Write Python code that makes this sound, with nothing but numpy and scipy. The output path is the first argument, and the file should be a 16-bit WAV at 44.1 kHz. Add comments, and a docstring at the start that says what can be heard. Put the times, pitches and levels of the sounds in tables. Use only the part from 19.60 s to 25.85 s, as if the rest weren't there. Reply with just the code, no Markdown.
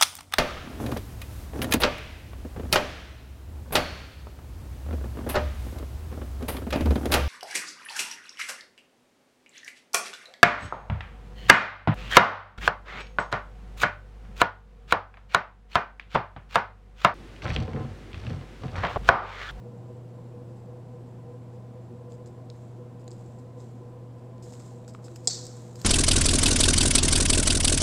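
"""Fingertips press and smooth a paper sticker onto a planner page on a wooden desk in a small room.
Glue and stiff paper tick, as sharp breaks with short crackles, and once snap loudly with a dying peel;
skin rustles over the page as dense grains, and hard presses knock as short ringing tones.
Behind it an appliance hums at twice the mains rate, over a drone of moving air and a faint high whine,
made of steady tones, coloured noise and noise through narrow resonances."""
import sys
import numpy as np
from scipy import signal
from scipy.fft import rfft, irfft
from scipy.io import wavfile

SR = 44100
rng = np.random.default_rng(int(sys.argv[2]) if len(sys.argv) > 2 else 0)


def transcribe(signal):
    """Save signal, clipped to [-1, 1], as a 16-bit WAV file at the path in sys.argv[1]."""
    frames = np.atleast_2d(signal).T
    limited = np.clip(frames, -1, 1)
    pcm = np.round(limited * 32767).astype(np.int16)
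    wavfile.write(sys.argv[1], SR, pcm)


N = 275492

# steady wash of moving air, spectrum shape: pitch_hz, level_db (per Hz)
AIR_SPECTRUM = [(20, -21), (60, -21), (90, -10.5), (170, -9), (250, -10.5), (295, -17.5), (570, -23),
                (1030, -26), (1150, -32.5), (2000, -41), (4000, -47), (8000, -52.5), (10000, -55),
                (16000, -63)]
# air noise ringing in duct and room: pitch_hz, width_hz (of one pass), level_db (rms)
DRONE_MODES = [(242, 45, -61), (350.7, 58, -56.5), (491, 33, -53), (635.6, 90, -62), (764.5, 65, -68),
               (1012.7, 29, -68)]
# faint high whine: pitch_hz, width_hz (of one pass), level_db (rms)
WHINE_MODES = [(7340, 160, -85.5), (7910, 600, -86), (8250, 49, -99)]
# appliance hum: pitch_hz, level_db (rms)
HUM_TONES = [(119.9, -43.5), (479.6, -61)]
# short scuffs of a fingertip starting or stopping: start_s, level_db (rms), hold_s (from the start)
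SCUFF_EVENTS = [(.88, -77, .04), (.96, -75, .04), (1.46, -78, .03), (1.93, -76, .03), (2.496, -69.5, 0.058),
                (2.66, -63, 0.017), (3.395, -69, 0.019), (3.513, -64, 0.023), (3.577, -71, 0.026),
                (3.66, -72, .015), (3.785, -64.5, .012), (3.975, -75, .015), (4.006, -69, .015),
                (4.581, -74.5, .015), (4.824, -57, 0.02), (4.89, -63, .012), (4.927, -58, 0.013),
                (4.995, -61.5, 0.021), (5.052, -65, 0.033), (5.279, -55, 0.016), (5.335, -63, 0.019),
                (5.441, -56.5, 0.022), (5.556, -57, 0.011), (5.641, -57.5, 0.016), (6.153, -59, .015),
                (6.21, -60, .04)]
# scuff colour: pitch_hz, level_db (per Hz)
SCUFF_SPECTRUM = [(1200, -18), (3000, -16), (4300, -9), (5050, 0), (5800, -10), (6800, -4), (7700, 0),
                  (8600, -10), (10500, -21), (13000, -22), (16000, -34)]
# strokes of skin sliding on the page: start_s, length_s, level_db (rms before the sag)
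STROKE_EVENTS = [(2.898, 0.18, -71), (3.538, 0.19, -69.5), (3.96, 0.098, -66.5), (4.822, 0.27, -59.5),
                 (5.412, 0.22, -63), (5.666, 0.41, -57.5), (6.164, 0.36, -54.5)]
# stroke colour: pitch_hz, level_db (per Hz)
RUSTLE_SPECTRUM = [(1200, -2), (2800, -12), (4000, -4), (5000, -8.5), (6000, -4.5), (7500, 1), (8300, -4.5),
                   (9000, -10), (10500, -21), (13000, -17), (16000, -36)]
# dull knocks of the pad under the page when a press lands hard:
# start_s, level_db (peak), pitch_hz, decay_cycles (until 60 dB down)
KNOCK_EVENTS = [(2.52, -47, 860, 11), (3.479, -41, 700, 11), (4.924, -43, 700, 9), (5.002, -45, 942, 2),
                (5.28, -44, 1410, 9), (5.349, -35, 1250, 17), (5.349, -43, 2250, 10), (5.39, -47, 1250, 8),
                (5.482, -45, 1360, 14), (5.5615, -46, 1000, 2.5), (5.6736, -34.5, 733, 58),
                (5.6755, -35, 470, 24), (5.674, -40, 600, 18), (5.673, -38, 920, 14),
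                (6.1565, -44, 1030, 2.5), (6.216, -50, 1030, 3)]
# paper ticks and snaps: start_s, level_db (peak of the crackle), tilt_db (per octave),
# sizzle_db and body_db (peaks relative to level_db)
TICK_EVENTS = [(2.521, -44, -6.5, -20, -6), (2.66, -48, -2, -25, -12), (2.675, -50, 8, -30, -25),
               (2.901, -35.5, -5, -35, -13), (3.4425, -54, 9, -17, -10), (3.479, -37.5, -3, -22, -11),
               (3.4852, -47, 1, -30, -20), (3.5075, -44, 14, -30, -25), (3.515, -39.5, 1, -37, -23),
               (3.5195, -46, -6, -35, -25), (4.004, -47, -1, -30, -15), (4.781, -57, 2, -20, 2),
               (4.825, -50, 1, -20, -15), (4.896, -50, 6, -25, -15), (4.924, -43, 6, -30, -15),
               (4.937, -44, 8, -30, 1.5), (4.953, -51, 3, -26, 2), (5.001, -48, 10, -25, -2),
               (5.2478, -58, -12, -25, 4), (5.279, -40, 5, -22, -7), (5.349, -64, -12, -34, 20),
               (5.483, -52, -11, -22, 7), (5.5606, -38.5, 5, -9, -2), (5.6736, -5, 0.5, -34, -35),
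               (5.6764, -9.5, 2.5, -35, -44), (5.6781, -15, -5, -35, -44), (5.683, -17, 2, -35, -40),
               (5.6859, -18, -3, -35, -40), (5.6899, -22.5, 4, -35, -40), (5.853, -34, 3, -18, -25),
               (5.867, -32, 5, -17, -25), (5.967, -44, 6, -24, -17), (6.1573, -39, 4, -13, -4),
               (6.216, -34.5, -1, -11, -7), (6.2434, -41, -1.5, -20, -15)]
# smoother, less resonant colour of the small ticks: pitch_hz, level_db (per Hz)
SMALL_TICK_SPECTRUM = [(1500, -35), (2800, -25), (3400, -10), (4400, -1), (5200, -3.5), (6000, -10),
                       (7000, 0), (7900, -3), (8700, -13), (9300, -22), (10500, -40), (16000, -91)]
# colour of the loud snaps: pitch_hz, level_db (per Hz)
SNAP_SPECTRUM = [(1500, -36.5), (2950, -35), (3400, -10), (3780, -16), (4070, -9), (4350, -10.5),
                 (4800, 1.5), (5300, -6), (5700, -8), (6150, -7), (6600, -6), (7300, 0), (8100, -5),
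                 (8700, -13.5), (9300, -29), (10500, -48), (16000, -91)]
# colour of the peeling crackle: pitch_hz, level_db (per Hz)
PEEL_SPECTRUM = [(900, -22), (1500, -13), (2900, -16), (3500, -5), (4050, 4), (4800, 1), (5570, 6),
                 (7400, 2), (8300, -1), (8900, -37), (11000, -52), (13000, -23), (16000, -45)]
# resonances of the sheet: pitch_hz, width_hz (of one pass), level_db (relative)
SHEET_MODES = [(3710, 52, -5), (4030, 100, -4), (4410, 37, -1), (4730, 160, -1), (5060, 84, -5),
               (5400, 53, 3), (5700, 50, -2), (6020, 38, -5), (6790, 40, -10), (7100, 41, -4),
               (7460, 68, -3), (7950, 150, -7)]
# desk reflection: delay_s, level_db (relative to direct)
DESK_ECHOES = [(.0027, -17)]

AIR_DB = -48.5  # rms
SWELL_HZ, DRONE_SWELL_DB, WHINE_SWELL_DB = (1.55, 7), 2.0, 2  # swell rates; rms swings
HUM_WAVER_DB = 0.3  # rms swing
GRAINS_PER_S, GRAIN_SPREAD_DB = 10000, 2.5
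CLUMPS_HZ, RUB_CLUMPS_DB, PEEL_CLUMPS_DB = (17, 90), 2, 2.2  # bunching rates; rms swings
SCUFF_RISE_S, SCUFF_FADE_S = 0.0012, 0.011
STROKE_ATTACK_S, STROKE_SAG_DB, STROKE_RELEASE_S = 0.037, 3, 0.13
# crackle decay time at a reference tick level; it doubles for so many dB more
CRACKLE_S, CRACKLE_AT_DB, CRACKLE_DOUBLES_DB = 0.00096, -40, 40
SNAP_FROM_DB = -25
BODY_HZ, SIZZLE_HZ = (1010, 4600), (11600, 14300)  # page flexing under a tick; top sizzle
# the glue keeps letting go after the snap; level is the crackle's rms before its rise and decay
PEEL_S, PEEL_DB, PEEL_RISE_S, PEEL_T60_S = 5.684, -33.5, 0.019, 0.5
PEEL_PER_S, PEEL_SPREAD_DB = 7600, 3
SHEET_DB, SHEET_SWELL_DB = -2, 4  # ringing relative to crackle; rms swing of each resonance
ROOM_T60_S, ROOM_RISE_S, ROOM_DB = 0.57, 0.012, -14  # tail energy relative to direct
CUTOFF_HZ = 15750


def from_db(db):
    """Decibels to gain."""
    return 10 ** (np.asarray(db) / 20)


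def rms_one(x):
    """Scale to rms 1."""
    return x / np.sqrt(np.mean(x ** 2) + 1e-20)


def coloured(x, spectrum):
    """Causal (minimum-phase) filter with the given dB-per-Hz shape."""
    hz, db = np.transpose(spectrum)
    grid = np.maximum(np.fft.rfftfreq(8192, 1 / SR), 1)
    shape_db = np.interp(np.log(grid), np.log(hz), db)
    # folding the cepstrum forward in time makes the response minimum-phase
    cepstrum = irfft(np.log(from_db(shape_db)))
    cepstrum[1:4096] *= 2
    cepstrum[4097:] = 0
    response = irfft(np.exp(rfft(cepstrum)))
    return signal.fftconvolve(x, response)[:N]


def band(x, edges_hz, order):
    """Butterworth band-pass."""
    sos = signal.butter(order, edges_hz, "band", fs=SR, output="sos")
    return signal.sosfilt(sos, x + 1e-18)


def ringing_noise(modes, swell_db):
    """White noise goes twice through each resonance, which swells and sinks irregularly on its own."""
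    settle = 9000  # samples dropped while the resonance builds
    out = np.zeros(N)
    for hz, width_hz, db in modes:
        r = np.exp(-np.pi * width_hz / SR)
        section = [1, 0, -1, 1, -2 * r * np.cos(2 * np.pi * hz / SR), r * r]
        swell = rms_one(band(rng.standard_normal(N + SR), SWELL_HZ, order=1)[SR:])
        noise = rng.standard_normal(N + settle)
        ringing = signal.sosfilt([section, section], noise)[settle:]
        out += from_db(db) * rms_one(from_db(swell_db * swell) * ringing)
    return out


def grains(per_s, spread_db, clumps_db, spectrum):
    """Random clicks of uneven size that come in bunches, coloured; rms 1."""
    sizes = from_db(spread_db * np.minimum(rng.exponential(1, N), 5))
    signed = sizes * rng.choice([-1, 1], N)
    clumps = from_db(clumps_db * rms_one(band(rng.standard_normal(N), CLUMPS_HZ, order=1)))
    fires = rng.random(N) < per_s / SR
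    return rms_one(coloured(clumps * signed * fires, spectrum))


def add(out, sound, s, db):
    """Mix a short sound into out at time s with the given peak level."""
    at = round(s * SR)
    part = out[at:at + len(sound)]
    part += from_db(db) * sound[:len(part)] / np.abs(sound).max()


def air():
    """Moving air as steady noise, strongest in the lows."""
    return from_db(AIR_DB) * rms_one(coloured(rng.standard_normal(N), AIR_SPECTRUM))


def drone():
    """Air noise rings in duct and room resonances."""
    return ringing_noise(DRONE_MODES, DRONE_SWELL_DB)


def whine():
    """Noise in high resonances makes a faint, uneven whine."""
    return ringing_noise(WHINE_MODES, WHINE_SWELL_DB)


def hum():
    """Appliance tones at twice the mains rate and a multiple of it, their level wavering a little."""
    t = np.arange(N) / SR
    waver = rms_one(band(rng.standard_normal(N + 2 * SR), (1.5, 6), order=1)[2 * SR:])
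    tones = sum(from_db(db) * np.sin(2 * np.pi * hz * t) for hz, db in HUM_TONES)
    return np.sqrt(2) * from_db(HUM_WAVER_DB * waver) * tones


def rub():
    """Skin ridges catch on paper fibres: dense uneven grains under long strokes and sudden scuffs."""
    t = np.arange(N) / SR
    stroke_level, scuff_level = np.zeros((2, N))
    for s, db, hold in SCUFF_EVENTS:
        rise = np.clip((t - s) / SCUFF_RISE_S, 0, 1)
        fade = np.exp(-np.maximum(t - s - hold, 0) / SCUFF_FADE_S)
        scuff_level += from_db(db) * rise * fade
    # a stroke swells in, sags, then lifts off
    for s, length, db in STROKE_EVENTS:
        attack = np.clip((t - s) / STROKE_ATTACK_S, 0, 1)
        sag = from_db(-STROKE_SAG_DB * np.clip((t - s) / length, 0, 1))
        release = np.exp(-np.maximum(t - s - length, 0) / STROKE_RELEASE_S)
        stroke_level += from_db(db) * attack * sag * release
    strokes = stroke_level * grains(GRAINS_PER_S, GRAIN_SPREAD_DB, RUB_CLUMPS_DB, RUSTLE_SPECTRUM)
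    scuffs = scuff_level * grains(GRAINS_PER_S, GRAIN_SPREAD_DB, RUB_CLUMPS_DB, SCUFF_SPECTRUM)
    return strokes + scuffs


def knocks():
    """The pad under the page rings as a decaying tone when a press lands hard."""
    t = np.arange(3000) / SR
    out = np.zeros(N)
    for s, db, hz, cycles in KNOCK_EVENTS:
        decay = from_db(-60 * hz * t / max(cycles, 1))
        tone = np.sin(2 * np.pi * hz * t) * decay
        add(out, band(tone, (350, 2600), order=2), s, db)
    return out


def ticks():
    """Each tick is a sharp break with a short crackle behind it, longer for stronger breaks."""
    t = np.arange(3000) / SR
    out = np.zeros(N)
    for s, db, tilt_db, sizzle_db, body_db in TICK_EVENTS:
        decay_s = CRACKLE_S * 2 ** ((db - CRACKLE_AT_DB) / CRACKLE_DOUBLES_DB)
        decay = np.exp(-t / np.clip(decay_s, 0.0002, 0.015))
        burst = 0.33 * rng.standard_normal(len(t)) * decay
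        burst[0] = 1  # the break itself
        spectrum = SNAP_SPECTRUM if db > SNAP_FROM_DB else SMALL_TICK_SPECTRUM
        # the tilt pivots at 5500 Hz
        tilted = [(hz, level + tilt_db * np.log2(hz / 5500)) for hz, level in spectrum]
        add(out, coloured(burst, tilted)[:len(t)], s, db)
        add(out, band(burst, SIZZLE_HZ, order=2), s, db + sizzle_db)
        add(out, band(burst, BODY_HZ, order=2), s, db + body_db)
    return out


def peel():
    """Glue lets go behind the snap: uneven crackle and ringing of the sheet die away together."""
    since = np.arange(N) / SR - PEEL_S
    rise = np.clip(since / PEEL_RISE_S, 0, 1)
    level = rise * from_db(PEEL_DB - 60 * np.maximum(since, 0) / PEEL_T60_S)
    crackle = grains(PEEL_PER_S, PEEL_SPREAD_DB, PEEL_CLUMPS_DB, PEEL_SPECTRUM)
    sheet = from_db(SHEET_DB) * rms_one(ringing_noise(SHEET_MODES, SHEET_SWELL_DB))
    return level * (crackle + sheet)


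def room(x):
    """Direct sound, the desk's echo, then a diffuse tail that builds and dies."""
    t = np.arange(SR) / SR
    build = 1 - np.exp(-t / ROOM_RISE_S)
    tail = rng.standard_normal(SR) * build * from_db(-60 * t / ROOM_T60_S)
    response = from_db(ROOM_DB) * tail / np.sqrt(np.sum(tail ** 2))
    response[0] = 1  # direct sound
    for s, db in DESK_ECHOES:
        response[round(s * SR)] += from_db(db)
    return signal.fftconvolve(x, response)[:N]


def scene():
    """Hands in the room over the steady background."""
    background = air() + drone() + whine() + hum()
    hands = rub() + knocks() + ticks() + peel()
    return (room(hands) + background)[None]


def record(dry):
    """A steep low-pass cuts the top."""
    sos = signal.ellip(12, 0.5, 60, CUTOFF_HZ, fs=SR, output="sos")
    return signal.sosfilt(sos, dry)


dry = scene()
out = record(dry)
transcribe(out)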